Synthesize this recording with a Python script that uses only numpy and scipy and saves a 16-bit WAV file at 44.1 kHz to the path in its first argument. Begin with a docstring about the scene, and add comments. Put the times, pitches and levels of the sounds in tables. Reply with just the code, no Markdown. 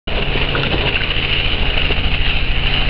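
"""The thump and chopped rush of a piston helicopter, flying low over an alpine meadow some way off.
Each main rotor blade sends out a pressure pulse and modulates the noise of the turbulent air;
tail rotor and exhaust drone in harmonic series geared to the same shaft. Close by, a few small
ticks, bumps and cracks sound, and light wind rumbles on the small camera microphone that hears it all."""
import sys
import numpy as np
from scipy import signal
from scipy.fft import rfft, irfft, next_fast_len
from scipy.io import wavfile
from scipy.ndimage import uniform_filter1d, map_coordinates

SR = 44100
rng = np.random.default_rng(int(sys.argv[2]) if len(sys.argv) > 2 else 0)


def dump_mix(stems):
    """Bounce the given channels to the path in sys.argv[1] as a 16-bit WAV at rate SR."""
    frames = np.atleast_2d(stems).T  # one column per channel
    limited = np.clip(frames, -1, 1)  # hard clip at full scale
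    pcm = np.round(limited * 32767).astype(np.int16)
    wavfile.write(sys.argv[1], SR, pcm)


N = 127449
T = np.arange(N) / SR
FIRINGS_PER_BLADE, FIRINGS_PER_TAIL_BLADE, FIRINGS_PER_TURN = 10.02, 1.675, 3


# Pressure lobes of one blade passage. Each row: delay in seconds, width in seconds, relative height.
THUMP_LOBES = [(-.0035, .0042, .2), (.0005, .0024, .2), (.0185, .003, -.19), (.026, .003, -.11)]
# Strength of the thumps. Each row: time in seconds, gain in dB.
THUMP_LEVEL = [(0, -2), (.45, -2), (.6, -5), (1.2, -3), (1.6, 1.5), (2.1, 2), (2.89, 1.5)]
def main_rotor():
    """Impulsive blade noise: each passing blade sends a compression followed by a rarefaction."""
    thumps = each_blade(THUMP_LOBES, scatter_db=1.43)
    return (thumps - thumps.mean()) * amp(curve(THUMP_LEVEL))


# Swells of rushing air in one blade passage. Each row: delay in seconds, width in seconds, gain in dB.
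SWISH_LOBES = [(-.015, .004, 2.5), (-.001, 0.0012, 5), (.016, 0.0058, 4)]
# Spectra of the low roar and the ringing treble rush. Each row: frequency in Hz, relative density in dB.
ROAR_SPECTRUM = [(60, -16.5), (130, 4.5), (220, 4.5), (290, 0.5), (370, -3.5), (500, -1), (750, 2),
                 (1000, -9.5), (1250, -8), (1500, -3), (2000, -23.5), (3500, -21.5), (5000, -36.5),
                 (6000, -53.5)]
RUSH_SPECTRUM = [(300, -48), (800, -18.5), (1150, -14.5), (1500, -14), (2050, -9), (2350, -5), (2650, -0.5),
                 (2870, 1.5), (3060, -2), (3280, -14), (3600, -14), (4000, -15), (4500, -25.5), (5000, -33),
                 (5600, -46.5)]
# Their loudness. Each row: time in seconds, level in dB.
ROAR_LEVEL = [(.08, -28), (.85, -31.5), (1.35, -34), (1.7, -26.5), (1.95, -29.5), (2.1, -27.5),
              (2.19, -34.5), (2.3, -28.5), (2.43, -33.5), (2.56, -30.5), (2.68, -27), (2.89, -27.5)]
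RUSH_LEVEL = [(.08, -25), (.21, -23.5), (.26, -27), (.42, -19), (.52, -22.5), (.85, -22.5), (1.0, -23.5),
              (1.25, -20), (1.5, -19.5), (1.62, -23), (1.8, -19.5), (1.97, -23.5), (2.13, -20.5),
              (2.19, -23), (2.31, -18), (2.41, -22.5), (2.56, -24.5), (2.69, -18.5), (2.89, -21.5)]
def blade_turbulence():
    """Amplitude modulation: both rotors and the exhaust chop the broadband noise of turbulent air."""
    count = firings()
    chop_db = each_blade(SWISH_LOBES, scatter_db=2.67)
    chop_db += 1.23 * wobble(45) + 1.47 * wobble(400)  # flutter and finer grain
    chop_db += .47 * np.cos(2 * np.pi * count / FIRINGS_PER_TAIL_BLADE)
    chop_db += np.cos(2 * np.pi * count)  # 1 dB either way at each firing
    roar = coloured(amp(chop_db) * fading_noise(), ROAR_SPECTRUM)
    rush = coloured(amp(chop_db) * fading_noise(), RUSH_SPECTRUM)
    return roar * amp(curve(ROAR_LEVEL)) + rush * amp(curve(RUSH_LEVEL))


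# Exhaust harmonics. Each row: multiple of the crank rate, relative level in dB.
EXHAUST_HARMONICS = [(3, -31), (5, -49.5), (6, -39), (7, -47), (9, -45.5), (10, -41.5), (11, -54),
                     (12, -56)]
# Strength of the exhaust drone. Each row: time in seconds, gain in dB.
EXHAUST_LEVEL = [(.1, -10.5), (.25, -1.5), (.35, 1.5), (.85, 1), (.97, -8), (1.25, -1.5), (1.9, 0.5),
                 (2.2, 0.5), (2.85, 4)]
def exhaust():
    """Periodic firing repeats with each turn of the crank, so it radiates harmonics of the crank rate."""
    return drone(firings() / FIRINGS_PER_TURN, EXHAUST_HARMONICS, drift=.16) * amp(curve(EXHAUST_LEVEL))


# Tail rotor harmonics. Each row: multiple of its blade rate, relative level in dB.
TAIL_HARMONICS = [(1, -32), (2, -40), (3, -45), (4, -46.5), (5, -41), (6, -43), (7, -48), (8, -48.5)]
def tail_rotor():
    """Rotational noise: the blades pass fast enough for their pulses to fuse into a pitch."""
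    return drone(firings() / FIRINGS_PER_TAIL_BLADE, TAIL_HARMONICS, drift=.59)


# Brightness of both drones. Each row: time in seconds, spectral tilt in dB per octave.
DRONE_TILT = [(0, 0.5), (1.1, 2), (1.7, -0.1), (2.2, -2.5), (2.89, -1.5)]
def drone(cycles, harmonics, drift, fade_db=1.5, pivot_hz=135):
    """Atmospheric scintillation: each harmonic fades and drifts in phase; the high ones drift most."""
    fundamental_hz = (cycles[-1] - cycles[0]) / T[-1]
    tilt = curve(DRONE_TILT)
    out = np.zeros(N)
    for k, db in harmonics:
        pivot_ratio = k * fundamental_hz / pivot_hz
        level_db = db + tilt * np.log2(pivot_ratio) + fade_db * wobble(5)
        waver = drift * np.sqrt(pivot_ratio) * wobble(7)
        phase = 2 * np.pi * k * cycles + rng.uniform(0, 2 * np.pi) + waver
        out += np.sqrt(2) * amp(level_db) * np.cos(phase)
    return out


# Engine firing rate at the listener. 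Each row: time in seconds, rate in Hz.
FIRING_RATE = [(0, 136.7), (.85, 136.6), (1.05, 135.6), (1.45, 135.7), (1.7, 135.0), (2.89, 134.9)]
def firings(blade_at_s=2.502):
    """Count of firings from one blade passage; the Doppler shift shrinks as the approach slows."""
    count = np.cumsum(curve(FIRING_RATE)) / SR
    return count - np.interp(blade_at_s, T, count)


# Sharp cracks. Each row: start in seconds, level in dB, pitch in Hz.
CRACKS = [(0.222, -8.5, 2740), (0.427, -12, 2720), (0.488, -9, 2860), (.62, -12, 2870), (0.632, -11, 2720),
          (.887, -6.5, 2790), (0.956, -7.5, 2760), (1.035, -8.5, 2830), (1.375, -13, 2844), (1.7, -9, 2860),
          (2.14, -8, 2760), (2.295, -5, 2820), (2.669, -9, 2780), (2.738, -7, 2930)]
def cracks(attack_s=.0013, edge_db=-6.5):
    """Damped oscillation: a brief noisy edge, then a short ring near the spectral peak of the rush."""
    edge_spectrum = [(600, -6.5), (2900, -1), (4000, -7.5), (4700, -22), (5600, -39.5)]
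    noise = coloured(rng.standard_normal(N), edge_spectrum)
    out = np.zeros(N)
    for start, db, hz in CRACKS:
        ring = burst(start, attack_s, t60=.038) * np.sin(2 * np.pi * hz * (T - start))
        edge = amp(edge_db) * burst(start, attack_s, t60=.02) * noise
        out += amp(db) * (ring + edge)
    return out


# Hollow ticks and dull bumps. Each row: start in seconds, level in dB, centre frequency in Hz.
TICKS = [(.551, -9.5, 1410), (.634, -11, 1500), (.886, -19.5, 1620), (.967, -16, 1480), (1.006, -14, 1560)]
BUMPS = [(.172, -13, 405), (.356, -16.5, 420), (.576, -12.5, 468), (.739, -10, 435), (1.904, -12, 496),
         (1.977, -20, 600)]
def knocks(rows, half_width_hz, attack_s, t60):
    """Heavy damping: each small knock nearby is a short burst of noise in one broad resonance."""
    out = np.zeros(N)
    for start, db, centre in rows:
        band = filtered(rng.standard_normal(N), lambda hz: 1 / (1 + ((hz - centre) / half_width_hz) ** 4))
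        out += amp(db) * burst(start, attack_s, t60) * unit(band)
    return out


def snap(start=.6335, db=-10):
    """A brief contact has a wide spectrum: the bright edge of the tick at 0.63 s."""
    noise = coloured(rng.standard_normal(N), [(1000, -18.5), (3500, 3), (5200, -28), (7000, -14)])
    return amp(db) * burst(start, attack_s=.00015, t60=.012) * noise


# Spectra of the wind's rumble and rustle. Each row: frequency in Hz, relative density in dB.
RUMBLE_SPECTRUM = [(10, -5), (25, -3.5), (55, 0.5), (105, -13.5), (200, -15.5), (500, -54.5)]
RUSTLE_SPECTRUM = [(60, -4.5), (130, 7.5), (230, -16), (330, 1), (450, 4), (650, -5), (1000, -5),
                   (1250, -14), (1500, -8.5), (2000, -16.5), (3500, -9), (4500, -25), (5600, -58)]
# Their loudness. Each row: time in seconds, level in dB.
RUMBLE_LEVEL = [(0, -25), (.3, -24), (.58, -30.5), (.66, -28.5), (.725, -18.5), (.8, -25), (.95, -33.5),
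                (1.35, -37.5), (1.65, -26), (2.1, -28.5), (2.4, -33.5), (2.65, -27.5), (2.89, -32)]
RUSTLE_LEVEL = [(.08, -28.5), (.19, -24), (.25, -30), (.35, -25), (.5, -27), (.58, -24), (.68, -32.5),
                (.735, -18.5), (.77, -29), (.82, -21), (.88, -21.5), (.93, -28.5), (1.1, -34),
                (1.65, -36.5), (2.1, -41), (2.3, -55), (2.89, -46)]
def wind():
    """Turbulent pressure on the microphone: a rumble, and a fluttering rustle in the gusts."""
    flutter = amp(1.7 * wobble(60) + wobble(300))
    rustle = coloured(flutter * rng.standard_normal(N), RUSTLE_SPECTRUM)
    rumble = coloured(rng.standard_normal(N), RUMBLE_SPECTRUM)
    return rumble * amp(curve(RUMBLE_LEVEL)) + rustle * amp(curve(RUSTLE_LEVEL))


def each_blade(lobes, scatter_db):
    """A pulse train: Gaussian lobes recur at every main blade passage, each of a slightly different size."""
    blades = firings() / FIRINGS_PER_BLADE
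    passages = np.interp(np.arange(np.ceil(blades[0]), blades[-1]), blades, T)
    sizes = amp(scatter_db * rng.standard_normal((len(passages), len(lobes))))
    out = np.zeros(N)
    for passage, row in zip(passages, sizes):
        near = abs(T - passage) < .1
        for size, (delay, width, height) in zip(row, lobes):
            out[near] += size * height * np.exp(-.5 * ((T[near] - passage - delay) / width) ** 2)
    return out


def fading_noise(depth_db=1.5):
    """Selective fading: white noise with drifting patches of gain, as after a long path in moving air."""
    spectrogram = signal.stft(rng.standard_normal(N), nperseg=1024)[2]
    patches = uniform_filter1d(rng.standard_normal(spectrogram.shape), size=6, axis=0)  # across frequency
    patches = uniform_filter1d(patches, size=8, axis=1)  # across time
    return unit(signal.istft(spectrogram * amp(depth_db * unit(patches)))[1][:N])


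def burst(start, attack_s, t60):
    """Exponential decay: a blow's envelope rises quickly, then falls 60 dB in t60 seconds."""
    age = np.maximum(T - start, 0)
    return (1 - np.exp(-age / attack_s)) * amp(-60 * age / t60)


def coloured(x, points):
    """Spectral shaping by (Hz, dB) points, scaled to rms 1."""
    knots_hz, db = np.transpose(points)
    return unit(filtered(x, lambda hz: amp(np.interp(np.log(hz + 1), np.log(knots_hz + 1), db))))


def filtered(x, response):
    """Linear filtering: the spectrum of x times a frequency response."""
    size = next_fast_len(N + SR // 2)
    return irfft(rfft(x, size) * response(np.fft.rfftfreq(size, 1 / SR)), size)[:N]


def wobble(rate):
    """A smooth random curve, rate knots a second."""
    return map_coordinates(rng.standard_normal(int(N * rate / SR) + 4), [T * rate])


def curve(rows):
    """Linear interpolation of (seconds, value) rows at every sample."""
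    return np.interp(T, *np.transpose(rows))


def amp(db):
    """Decibels to gain."""
    return 10 ** (np.asarray(db) / 20)


def unit(x):
    """Scale to rms 1."""
    return x / np.sqrt(np.mean(x ** 2) + 1e-20)


def scene():
    """Superposition: the helicopter, the small noises nearby and the wind add in one channel."""
    drones = exhaust() + tail_rotor()
    ticks = knocks(TICKS, half_width_hz=140, attack_s=.00059, t60=.035)
    bumps = knocks(BUMPS, half_width_hz=240, attack_s=.0006, t60=.05)
    nearby = ticks + bumps + snap()
    helicopter = main_rotor() + blade_turbulence() + drones
    return (helicopter + cracks() + nearby + wind())[None]


def record(dry):
    """Saturation and band limiting: the camera starts a moment in, rounds peaks and cuts high treble."""
    start_s, ceiling, cutoff_hz = .0725, .85, 5800
    x = dry[0] * np.clip((T - start_s) / .003, 0, 1)
    x = x / (1 + abs(x / ceiling) ** 8) ** (1 / 8)
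    return filtered(x, lambda hz: 1 / (1 + (hz / cutoff_hz) ** 40))[None]


dry = scene()
out = record(dry)
dump_mix(out)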